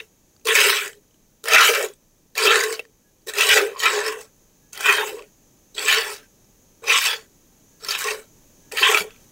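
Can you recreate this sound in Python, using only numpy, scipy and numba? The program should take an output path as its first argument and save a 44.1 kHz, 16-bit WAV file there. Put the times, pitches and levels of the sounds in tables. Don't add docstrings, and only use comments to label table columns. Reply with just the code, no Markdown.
import sys
import numpy as np
from scipy import signal
from scipy.fft import rfft, irfft
from scipy.io import wavfile
from scipy.ndimage import uniform_filter1d
from numba import njit

SR = 44100
rng = np.random.default_rng(int(sys.argv[2]) if len(sys.argv) > 2 else 0)


def generate_wav(signal):
    frames = np.transpose(np.atleast_2d(signal))
    scaled = np.clip(frames, -1, 1) * 32767
    pcm = np.round(scaled).astype(np.int16)
    wavfile.write(sys.argv[1], SR, pcm)


N = 410571

# start_s, level_db, pitch_hz, t60_s, droplet_db
GOUTS = [(0.4543, -26.5, 2670, 0.068, -30), (0.4706, -12, 2590, 0.065, -19),
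         (0.484, -6.5, 2990, 0.072, -24), (0.5526, -2, 2240, 0.19, -14), (0.8789, -29.5, 1950, 0.15, -29),
         (1.44, -24.5, 1370, 0.09, -31), (1.4565, -16, 1340, 0.052, -27), (1.484, -9.5, 1810, 0.12, -16),
         (1.5345, 2.5, 2520, 0.13, -14), (1.7545, -9.5, 1730, 0.09, -35), (1.827, -16.5, 1856, 0.11, -22.5),
         (2.3538, -22.5, 1810, 0.09, -35), (2.379, -9, 2390, 0.13, -20), (2.4708, 1.5, 2580, 0.13, -27),
         (2.637, -8, 2000, 0.1, -19), (2.7263, -14, 2220, 0.09, -24), (2.794, -8, 2650, 0.058, -48),
         (3.272, -28.5, 1860, 0.11, -33), (3.3368, -17, 1850, 0.11, -29), (3.3844, -4.5, 2490, 0.056, -24),
         (3.4077, 0.5, 2640, 0.13, -17), (3.492, -2, 1950, 0.09, -22), (3.5724, 2.5, 1940, 0.13, -30),
         (3.8013, -12.5, 3080, 0.09, -28.5), (3.8347, -6.5, 1930, 0.077, -27),
         (3.8564, -1.5, 2530, 0.13, -20), (4.0637, -12, 1860, 0.09, -36), (4.7316, -30.5, 2670, 0.09, -36),
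         (4.776, -24, 1980, 0.083, -31), (4.8074, -15.5, 1520, 0.07, -29), (4.8587, -2.5, 1455, 0.09, -31),
         (4.8925, -6, 1574, 0.11, -28), (5.7503, -39, 3220, 0.071, -43), (5.7801, -10.5, 3280, 0.11, -32),
         (5.882, -4, 2610, 0.13, -22), (6.8397, -26, 1210, 0.09, -48), (6.882, -13, 2190, 0.1, -31),
         (7.0688, -11, 2650, 0.17, -32), (7.8474, -30, 4470, 0.09, -33), (7.886, -7.5, 5320, 0.09, -40),
         (7.9077, -6.5, 4640, 0.084, -36), (7.9892, -20, 2400, 0.083, -24),
         (8.0188, -10.5, 1570, 0.061, -30), (8.042, -18, 2680, 0.09, -23), (8.7217, -24, 2550, 0.081, -30),
         (8.771, -9, 2780, 0.1, -28), (8.8287, 3, 2650, 0.2, -34), (8.9457, 7, 2465, 0.05, -38)]
# pitch_hz, width_hz, level_db
UPPER_MODES = [(1315, 180, 3), (1441.4, 41, 5.5), (1549, 83, -0.5), (1760, 80, -2), (1879, 55, -4),
               (1974, 51, -1.5), (2210, 80, -4), (2317, 54, -4), (2504, 270, -2.5), (2690, 90, -0.5),
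               (2917, 180, -1.5), (3178, 140, -6), (3383, 150, -2.5), (3647, 110, -6), (3840, 120, -8)]
TOP_MODES = [(3910, 300, -1), (4510, 270, -1), (4810, 66, -1), (5080, 100, -4.5), (5396, 220, -6),
             (5970, 210, -6), (6380, 130, -5.5), (6830, 290, -3), (7260, 110, -6), (7800, 410, -0.5),
             (8500, 410, -3), (8700, 1000, -6.5), (9140, 170, -8)]


def milk(t):
    # time_s, froth_db, froth_hz, air_db, treble_db, fizz_hz
    squirts = [
        [(0.0, -19, 2493, -26, -46, 6340), (0.006, -36, 2457, -26.5, -55, 6410),
         (0.016, -50, 2474, -46.5, -54, 6420), (0.1, -86, 2248, -87, -77, 6710)],
        [(0.449, -52, 2510, -31.5, -40, 5523), (0.469, -28.5, 2568, -27.5, -31.5, 5247),
         (0.509, -11.5, 2580, -27.5, -27.5, 7045), (0.535, -21.5, 2310, -24.5, -25, 7200),
         (0.553, -15.5, 2140, -40, -20, 6484), (0.583, -13, 2140, -26.5, -20, 4940),
         (0.631, -13.5, 2497, -32, -20, 6430), (0.653, -13, 2357, -24.5, -19.5, 5420),
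         (0.711, -16.5, 2082, -28, -19, 4556), (0.773, -20.5, 2488, -39, -29.5, 4740),
         (0.859, -29.5, 1952, -43, -34.5, 7470), (1.0, -84, 2173, -65, -77, 5910)],
        [(1.435, -60, 1455, -45, -49, 5440), (1.457, -35, 1620, -39, -39, 5062),
         (1.531, -14, 2470, -30, -18.5, 4966), (1.569, -10.5, 2018, -32.5, -24.5, 5746),
         (1.619, -9, 1743, -36, -16.5, 4750), (1.667, -15, 2320, -27.5, -17.5, 5180),
         (1.703, -19.5, 2170, -17.5, -23, 5170), (1.729, -26.5, 1831, -24, -27.5, 4980),
         (1.757, -18.5, 1815, -35.5, -24, 5470), (1.841, -34.5, 1870, -21.5, -35, 6910),
         (1.931, -60, 1740, -55, -62, 6865), (1.97, -83, 1950, -79, -71.5, 7670)],
        [(2.349, -55, 2290, -54, -54, 5570), (2.379, -26.5, 2363, -32.5, -27.5, 5220),
         (2.413, -19, 2120, -32, -27.5, 5430), (2.447, -18.5, 2400, -19.5, -16.5, 5265),
         (2.499, -11.5, 2600, -23, -28.5, 4538), (2.545, -13.5, 1563, -18.5, -22, 6450),
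         (2.621, -22.5, 1720, -33, -28.5, 5980), (2.665, -32, 2000, -30, -33.5, 6650),
         (2.741, -36.5, 2060, -33, -35, 5595), (2.803, -48, 2674, -46.5, -59.5, 5630),
         (2.889, -77, 2070, -66, -77, 4690), (2.9, -73.5, 2050, -63, -70.5, 6240)],
        [(3.266, -54.5, 2258, -39, -47.5, 6030), (3.292, -34, 2212, -36.5, -32.5, 5015),
         (3.33, -44.5, 2046, -54, -49.5, 6546), (3.382, -27, 2633, -28.5, -28.5, 5480),
         (3.412, -14, 2570, -38, -23, 5000), (3.478, -22.5, 2614, -28.5, -24.5, 6350),
         (3.5, -12.5, 2356, -33, -24, 5075), (3.53, -7.5, 2180, -30, -18.5, 5920),
         (3.558, -21, 1967, -20, -23, 5480), (3.574, -13.5, 1880, -20.5, -23, 4835),
         (3.678, -37, 1700, -23.5, -41.5, 6940), (3.76, -53, 1880, -46, -60, 4870)],
        [(3.76, -47, 2570, -38, -65.5, 4620), (3.798, -40, 2580, -47, -31.5, 4840),
         (3.866, -10.5, 2430, -28.5, -26.5, 4700), (3.89, -18.5, 2210, -30, -27.5, 5110),
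         (3.928, -22.5, 1680, -28.5, -26.5, 6480), (3.978, -25, 1850, -25.5, -29.5, 5237),
         (4.012, -30.5, 1704, -32, -37, 5725), (4.07, -25, 1885, -34, -31, 4910),
         (4.106, -31.5, 2017, -36, -36.5, 6090), (4.172, -41, 1570, -35, -47, 7500),
         (4.224, -49.5, 1900, -54, -43, 6700), (4.3, -76, 1790, -75, -72, 6610)],
        [(4.726, -52.5, 2402, -65, -44.5, 7980), (4.776, -36.5, 2135, -57, -44.5, 4954),
         (4.804, -35.5, 2100, -48, -35, 6916), (4.84, -25.5, 2001, -45, -31, 5883),
         (4.892, -14, 1613, -26.5, -28, 6136), (4.96, -24, 1684, -35.5, -29.5, 5065),
         (4.986, -17.5, 1590, -27.5, -32.5, 5150), (5.056, -35, 2010, -32.5, -40, 6845),
         (5.09, -34, 1885, -41, -39.5, 4920), (5.138, -45.5, 1713, -28, -48, 4950),
         (5.232, -50, 2543, -43, -61, 6150), (5.3, -73, 2038, -73, -75, 6737)],
        [(5.745, -65.5, 2830, -59.5, -51, 5096), (5.785, -28.5, 2763, -45, -38, 4080),
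         (5.823, -29.5, 2111, -39, -28, 4800), (5.851, -33, 2430, -36.5, -31, 5383),
         (5.889, -14.5, 2650, -40, -23, 4680), (5.919, -14.5, 2276, -32, -23.5, 5093),
         (5.949, -19, 1940, -38.5, -23.5, 5010), (5.979, -19, 2050, -30, -29, 5270),
         (6.023, -25, 2010, -35, -33, 5715), (6.133, -38, 1800, -43, -37, 6650),
         (6.219, -55.5, 1776, -63, -59, 4976), (6.27, -65, 2090, -77, -70, 6460)],
        [(6.82, -62, 1690, -47, -63, 5420), (6.84, -42, 2290, -38.5, -52, 4810),
         (6.862, -40, 2350, -37, -41, 4510), (6.898, -15.5, 2270, -35.5, -22, 4436),
         (6.936, -15, 2430, -29, -22.5, 5057), (6.956, -14, 2680, -44, -24, 5600),
         (6.992, -24.5, 2493, -48, -25, 5570), (7.038, -26.5, 2500, -54, -27, 5240),
         (7.068, -20, 2520, -45, -21.5, 5080), (7.136, -25.5, 2290, -41.5, -32.5, 4987),
         (7.188, -43.5, 2200, -47, -46, 6710), (7.27, -64.5, 1748, -73, -69.5, 6300)],
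        [(7.8, -62, 2112, -72, -54, 5080), (7.832, -49, 2330, -53, -45.5, 4860),
         (7.91, -30, 2490, -50, -26, 4920), (7.946, -27, 2574, -48, -35, 4940),
         (7.972, -31.5, 2510, -55, -42, 6210), (7.986, -32.5, 2360, -48, -29.5, 6500),
         (8.026, -31.5, 1905, -57, -35.5, 5460), (8.056, -29.5, 2607, -28, -32, 5256),
         (8.088, -23.5, 2230, -37.5, -30.5, 6155), (8.126, -35, 2145, -32, -33.5, 5320),
         (8.204, -51, 1595, -44, -52.5, 6696), (8.28, -67.5, 1826, -70.5, -71, 6490)],
        [(8.716, -36, 2680, -58.5, -41, 7540), (8.736, -43, 2582, -31.5, -39.5, 7570),
         (8.786, -22.5, 2645, -57, -34, 5370), (8.818, -31.5, 2670, -27.5, -26, 5180),
         (8.83, -13.5, 2660, -32, -33, 5130), (8.854, -10.5, 2680, -39, -29, 5740),
         (8.918, -22, 2230, -19.5, -24.5, 6560), (8.944, -22, 2406, -28, -29, 7354),
         (8.99, -24.5, 2575, -36, -29, 5040), (9.05, -46, 2000, -35, -50.5, 7250),
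         (9.142, -58, 2560, -74.5, -76, 6446), (9.25, -72.5, 2139, -67.5, -58, 6726)],
    ]
    # air_hz, wall_hz, wall_db, spray_db
    timbres = [(436, 600, -3.5, -9), (431, 900, -7, -8), (447, 700, -6, -9), (443, 900, -8, -11),
               (438.7, 850, -7, -7.5), (434, 950, -1.5, -13), (424.4, 920, -3.5, -7), (424, 1000, -3, -10),
               (468, 940, -4.5, -11.5), (426, 960, -5, -9), (435, 960, -2.5, -8.5)]
    rows = np.concatenate(squirts)
    froth_db, froth_hz, air_db, treble_db, fizz_hz = (np.interp(t, rows[:, 0], c) for c in rows[:, 1:].T)
    current = np.searchsorted([squirt[0][0] for squirt in squirts][1:], t)
    air_hz, wall_hz, wall_db, spray_db = np.array(timbres)[current].T
    air_hz = air_hz * (1 + 0.007 * wander(15))
    air_db, fizz_db = air_db - froth_db, treble_db - froth_db
    wall_db = wall_db + 0.41 * air_db
    spray_db = spray_db + fizz_db - 0.13 * (treble_db + 22)
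    spray_db += 1.35 * wander(17)

    flowing = np.any([(t >= squirt[0][0]) & (t <= squirt[-1][0]) for squirt in squirts], axis=0)
    flow = uniform_filter1d(1. * flowing, size=200) * undb(froth_db)
    surge, large_bubbles = gouts()
    jet = flow * sputter() + surge
    patter = drops(scatter_db=1.5)
    foam = froth(patter, froth_hz)
    air = bucket_air(patter, flow + surge, air_hz, air_db)
    wall = bucket_wall(patter, wall_hz, wall_db, froth_db)
    sizzle, mist = fizz(fizz_hz), spray()
    splash = jet * (foam + wall + undb(fizz_db) * sizzle + undb(spray_db) * mist)
    splash += droplets(unit(sizzle + 0.39 * mist), np.where(flowing, treble_db, -99))
    limiter_drive = 1.3
    limited = np.tanh(limiter_drive * (air + splash + large_bubbles)) / limiter_drive
    return highpass(limited, hz=275, order=8)


def drops(scatter_db):
    return unit(rng.standard_normal(N) * undb(scatter_db * wander(700)))


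def sputter(spurts_per_s=35):
    gap, size = rng.standard_exponential((500, 2)).T
    start_s = np.cumsum(gap) / spurts_per_s
    level_db = -10 + 4 * np.minimum(size, 3)
    inside = start_s < N / SR
    return unit(1 + bursts(start_s[inside], level_db[inside], t60_s=0.05))


def gouts():
    start_s, level_db, pitch_hz, t60_s, _ = np.transpose(GOUTS)
    surge = bursts(start_s, level_db - 25.5, t60_s)
    return surge, rings(start_s, pitch_hz, 0.5 * t60_s, undb(level_db - 8.5), rise=0.039)


def froth(patter, pitch_hz):
    cloud = bubbles(pitch_hz, count=5000, spread=0.2, cycles=61, scatter_db=4)
    bucket = resonate(patter, UPPER_MODES, wander_db=4.2, rate_hz=13, near_hz=pitch_hz, octave_db=4.5)
    return highpass(undb(-5) * cloud + undb(-0.6) * bucket, hz=1150, order=4)


def bubbles(centre_hz, count, spread, cycles, scatter_db):
    onset = rng.random(count) * N
    pitch_hz = centre_hz[onset.astype(int)] * np.exp(spread * rng.standard_normal(count))
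    pitch_hz = np.clip(pitch_hz, 600, 12000)
    size = np.minimum(rng.exponential(size=count), 3)
    return unit(rings(onset / SR, pitch_hz, cycles / pitch_hz, undb(scatter_db * size), rise=0.13))


def bucket_air(patter, drive, pitch_hz, level_db):
    # pitch_hz, width_hz, level_db
    air_modes = [(395.5, 52, -3.5), (422.5, 62.4, -0.5), (444.6, 33.4, 2.5), (475, 67, -10),
                 (296, 33, -6.5)]
    gain = drive * undb(level_db + 0.5 * wander(30))
    cavity = resonate(patter, air_modes, wander_db=2.2, rate_hz=20, near_hz=pitch_hz, octave_db=35)
    return undb(1) * bandpass(gain * cavity, hz=390, width_hz=350)


def bucket_wall(patter, pitch_hz, level_db, froth_db):
    # pitch_hz, width_hz, level_db
    wall_modes = [(558, 49, 3), (659, 150, -0.5), (808, 91, -3.5), (903, 68, -3), (959, 60, -3),
                  (1099, 100, 8)]
    swell = np.clip(np.gradient(froth_db) * SR / 500, 0, 1)
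    centre_hz = pitch_hz * 2 ** ((froth_db + 20) / 60.5)
    shell = resonate(patter, wall_modes, wander_db=4.4, rate_hz=18, near_hz=centre_hz, octave_db=12)
    return undb(level_db + 1.5 * swell) * shell


def fizz(pitch_hz):
    cloud = bubbles(pitch_hz, count=7000, spread=0.22, cycles=110, scatter_db=2.5)
    patter = drops(scatter_db=2.5)
    bucket = resonate(patter, TOP_MODES, wander_db=4.7, rate_hz=22, near_hz=pitch_hz, octave_db=8)
    return undb(-7.5) * cloud + undb(-2.5) * bucket


def spray():
    # pitch_hz, width_hz, level_db
    spray_bands = [(9400, 1300, -1), (10706, 540, -5.5), (12200, 1400, -1.5), (14300, 1300, -3.5),
                   (15800, 2000, -3.5)]
    return resonate(drops(scatter_db=2), spray_bands, wander_db=1.1, rate_hz=35)


def droplets(hiss, treble_db, per_s=60):
    gout_s, *_, gout_db = np.transpose(GOUTS)
    stray_s = np.cumsum(rng.exponential(size=600)) / per_s
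    stray_s = stray_s[stray_s < (N - 1) / SR]
    scatter_db = 3.5 * rng.standard_normal(600)[:len(stray_s)]
    stray_db = treble_db[(stray_s * SR).astype(int)] - 6.5 + scatter_db
    start_s, level_db = np.r_[gout_s, stray_s], np.r_[gout_db, stray_db]
    pitch_hz = np.clip(7000 * np.exp(0.28 * rng.standard_normal(700)[:len(start_s)]), 4000, 14000)
    pings = rings(start_s, pitch_hz, t60_s=0.006, gain=undb(level_db + 0.5))
    return bursts(start_s, level_db + 1, t60_s=0.014) * hiss + pings


def drips():
    # start_s, level_db, pitch_hz
    ticks = [(0.3644, -50, 4690), (0.3966, -52, 6550), (0.413, -57, 2620), (0.9315, -38, 3080),
             (1.0386, -60, 1520), (1.1097, -53, 3020), (1.1432, -53.5, 2990), (1.8867, -32.5, 6800),
             (1.9365, -41, 8200), (2.852, -39.5, 1830), (3.2184, -55.5, 4600), (3.768, -35, 4700),
             (4.213, -30, 7950), (5.193, -32, 2640), (5.2224, -33.5, 2630), (6.4448, -52.5, 5290),
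             (7.808, -45, 4460), (9.1064, -35.5, 2640), (9.162, -44, 2390)]
    start_s, level_db, pitch_hz = np.transpose(ticks)
    pings = rings(start_s, pitch_hz, t60_s=0.014, gain=undb(level_db))
    bucket = resonate(rng.standard_normal(N), UPPER_MODES + TOP_MODES, wander_db=2.1, rate_hz=11)
    return pings + bursts(start_s, level_db - 8, t60_s=0.018) * bucket


def floor_bumps():
    # start_s, level_db, pitch_hz, t60_s
    bumps = [(3.51, -38, 68.7, 0.21), (9.009, -32, 210, 0.091)]
    start_s, level_db, pitch_hz, t60_s = np.transpose(bumps)
    return uniform_filter1d(rings(start_s, pitch_hz, t60_s, undb(level_db), rise=-0.48), size=90)


def peeps(t, pitch_hz=1670):
    calls = [(3.04, 0.069, -67.5), (4.61, 0.1, -70), (7.71, 0.09, -72), (8.62, 0.1, -68.5)]
    envelope = np.zeros(N)
    for start_s, length_s, level_db in calls:
        progress = np.clip((t - start_s) / length_s, 0, 0.999)
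        envelope += undb(level_db) * np.sin(np.pi * progress) ** 0.5
    return envelope * np.sin(2 * np.pi * pitch_hz * t)


def stable(t):
    # time_s, air_db, insect_db
    levels = [(0.0, -59, -70), (2.9, -60, -73), (4.46, -57.5, -67), (7.5, -56, -65.5), (9.31, -52.5, -61.5)]
    # frequency_hz, level_db
    air_spectrum = [(8.8, -37.5), (15, -2.5), (37, -2), (59, -13), (97, -8), (252, -8.5), (698, -18),
                    (784, -19.5), (1080, -25), (1990, -27.5), (2170, -27), (5050, -28), (6190, -20),
                    (8520, -30), (15700, -26.5)]
    # pitch_hz, width_hz, level_db
    choruses = [(5950, 400, -1.5), (6300, 360, -1), (6800, 400, 0)]
    # time_s, pitch_hz
    insect_pitch = [(0, 6740), (.9, 6600), (1.3, 6280), (4.5, 6520), (9.31, 6435)]
    time_s, air_db, insect_db = np.transpose(levels)
    air = undb(np.interp(t, time_s, air_db)) * coloured_noise(air_spectrum)
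    pitch_hz = np.interp(t, *np.transpose(insect_pitch))
    noise = rng.standard_normal(N)
    insects = resonate(noise, choruses, wander_db=1.2, rate_hz=15, near_hz=pitch_hz, octave_db=40.5)
    return air + undb(np.interp(t, time_s, insect_db)) * insects


def resonate(force, modes, wander_db, rate_hz, near_hz=None, octave_db=0):
    out, power = 0, 0
    for k, (hz, width_hz, db) in enumerate(modes):
        weight = 1 if near_hz is None else undb(-octave_db * np.abs(np.log2(hz / near_hz)))
        response = bandpass(bandpass(force, hz, 1.4 * width_hz), hz, 1.4 * width_hz)
        out += (-1) ** k * weight * undb(db + wander_db * wander(rate_hz)) * response
        power += width_hz * (weight * undb(db)) ** 2
    return unit(out / np.sqrt(power))


def rings(start_s, pitch_hz, t60_s, gain, rise=0.):
    n60 = np.full(len(start_s), t60_s * SR)
    onset = (start_s * SR).astype(np.int64)
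    return damped_sines(N, onset, 2 * np.pi * pitch_hz / SR, 1000 ** (-1 / n60),
                        (1 + rise) ** (1 / n60), gain)


@njit
def damped_sines(n, onset, radians, decay, glide, gain):
    out = np.zeros(n)
    for k in range(len(onset)):
        phase, step, amplitude, i = 0., radians[k], 1., onset[k]
        while amplitude > 0.003 and i < n:
            out[i] += gain[k] * amplitude * np.sin(phase)
            phase += step
            step *= glide[k]
            amplitude *= decay[k]
            i += 1
    return out


def bursts(start_s, level_db, t60_s):
    out = np.zeros(N)
    for start, db, length in np.broadcast(start_s, level_db, t60_s):
        tail = out[int(start * SR):int((start + length) * SR)]
        tail += undb(db - 60 * np.arange(len(tail)) / SR / length)
    return out


def coloured_noise(spectrum):
    hz, db = np.transpose(spectrum)
    bins_hz = np.maximum(np.fft.rfftfreq(N, 1 / SR), 1)
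    gain = undb(np.interp(np.log(bins_hz), np.log(hz), db, left=-90))
    return unit(irfft(rfft(rng.standard_normal(N)) * gain, N))


def wander(rate_hz):
    hold = int(SR / rate_hz)
    steps = np.repeat(rng.standard_normal(N // hold + 1), hold)
    return 1.275 * uniform_filter1d(steps, hold)[:N]


def bandpass(x, hz, width_hz):
    return signal.lfilter(*signal.iirpeak(hz, hz / width_hz, SR), x)


def highpass(x, hz, order):
    return signal.sosfilt(signal.butter(order, hz, "high", fs=SR, output="sos"), x)


def undb(db):
    return 10 ** (np.asarray(db) / 20)


def unit(x):
    return x / np.sqrt(np.mean(x ** 2))


def scene():
    t = np.arange(N) / SR
    return np.tile(milk(t) + drips() + floor_bumps() + peeps(t) + stable(t), (2, 1))


def record(dry):
    spacing_hz, depth, top_hz = 707, 0.69, 15750
    x = dry
    for k in range(1, 9):
        x = x - depth * bandpass(x, k * spacing_hz, width_hz=71)
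    return signal.sosfilt(signal.ellip(12, 0.2, 80, top_hz, fs=SR, output="sos"), x)


dry = scene()
out = record(dry)
generate_wav(out)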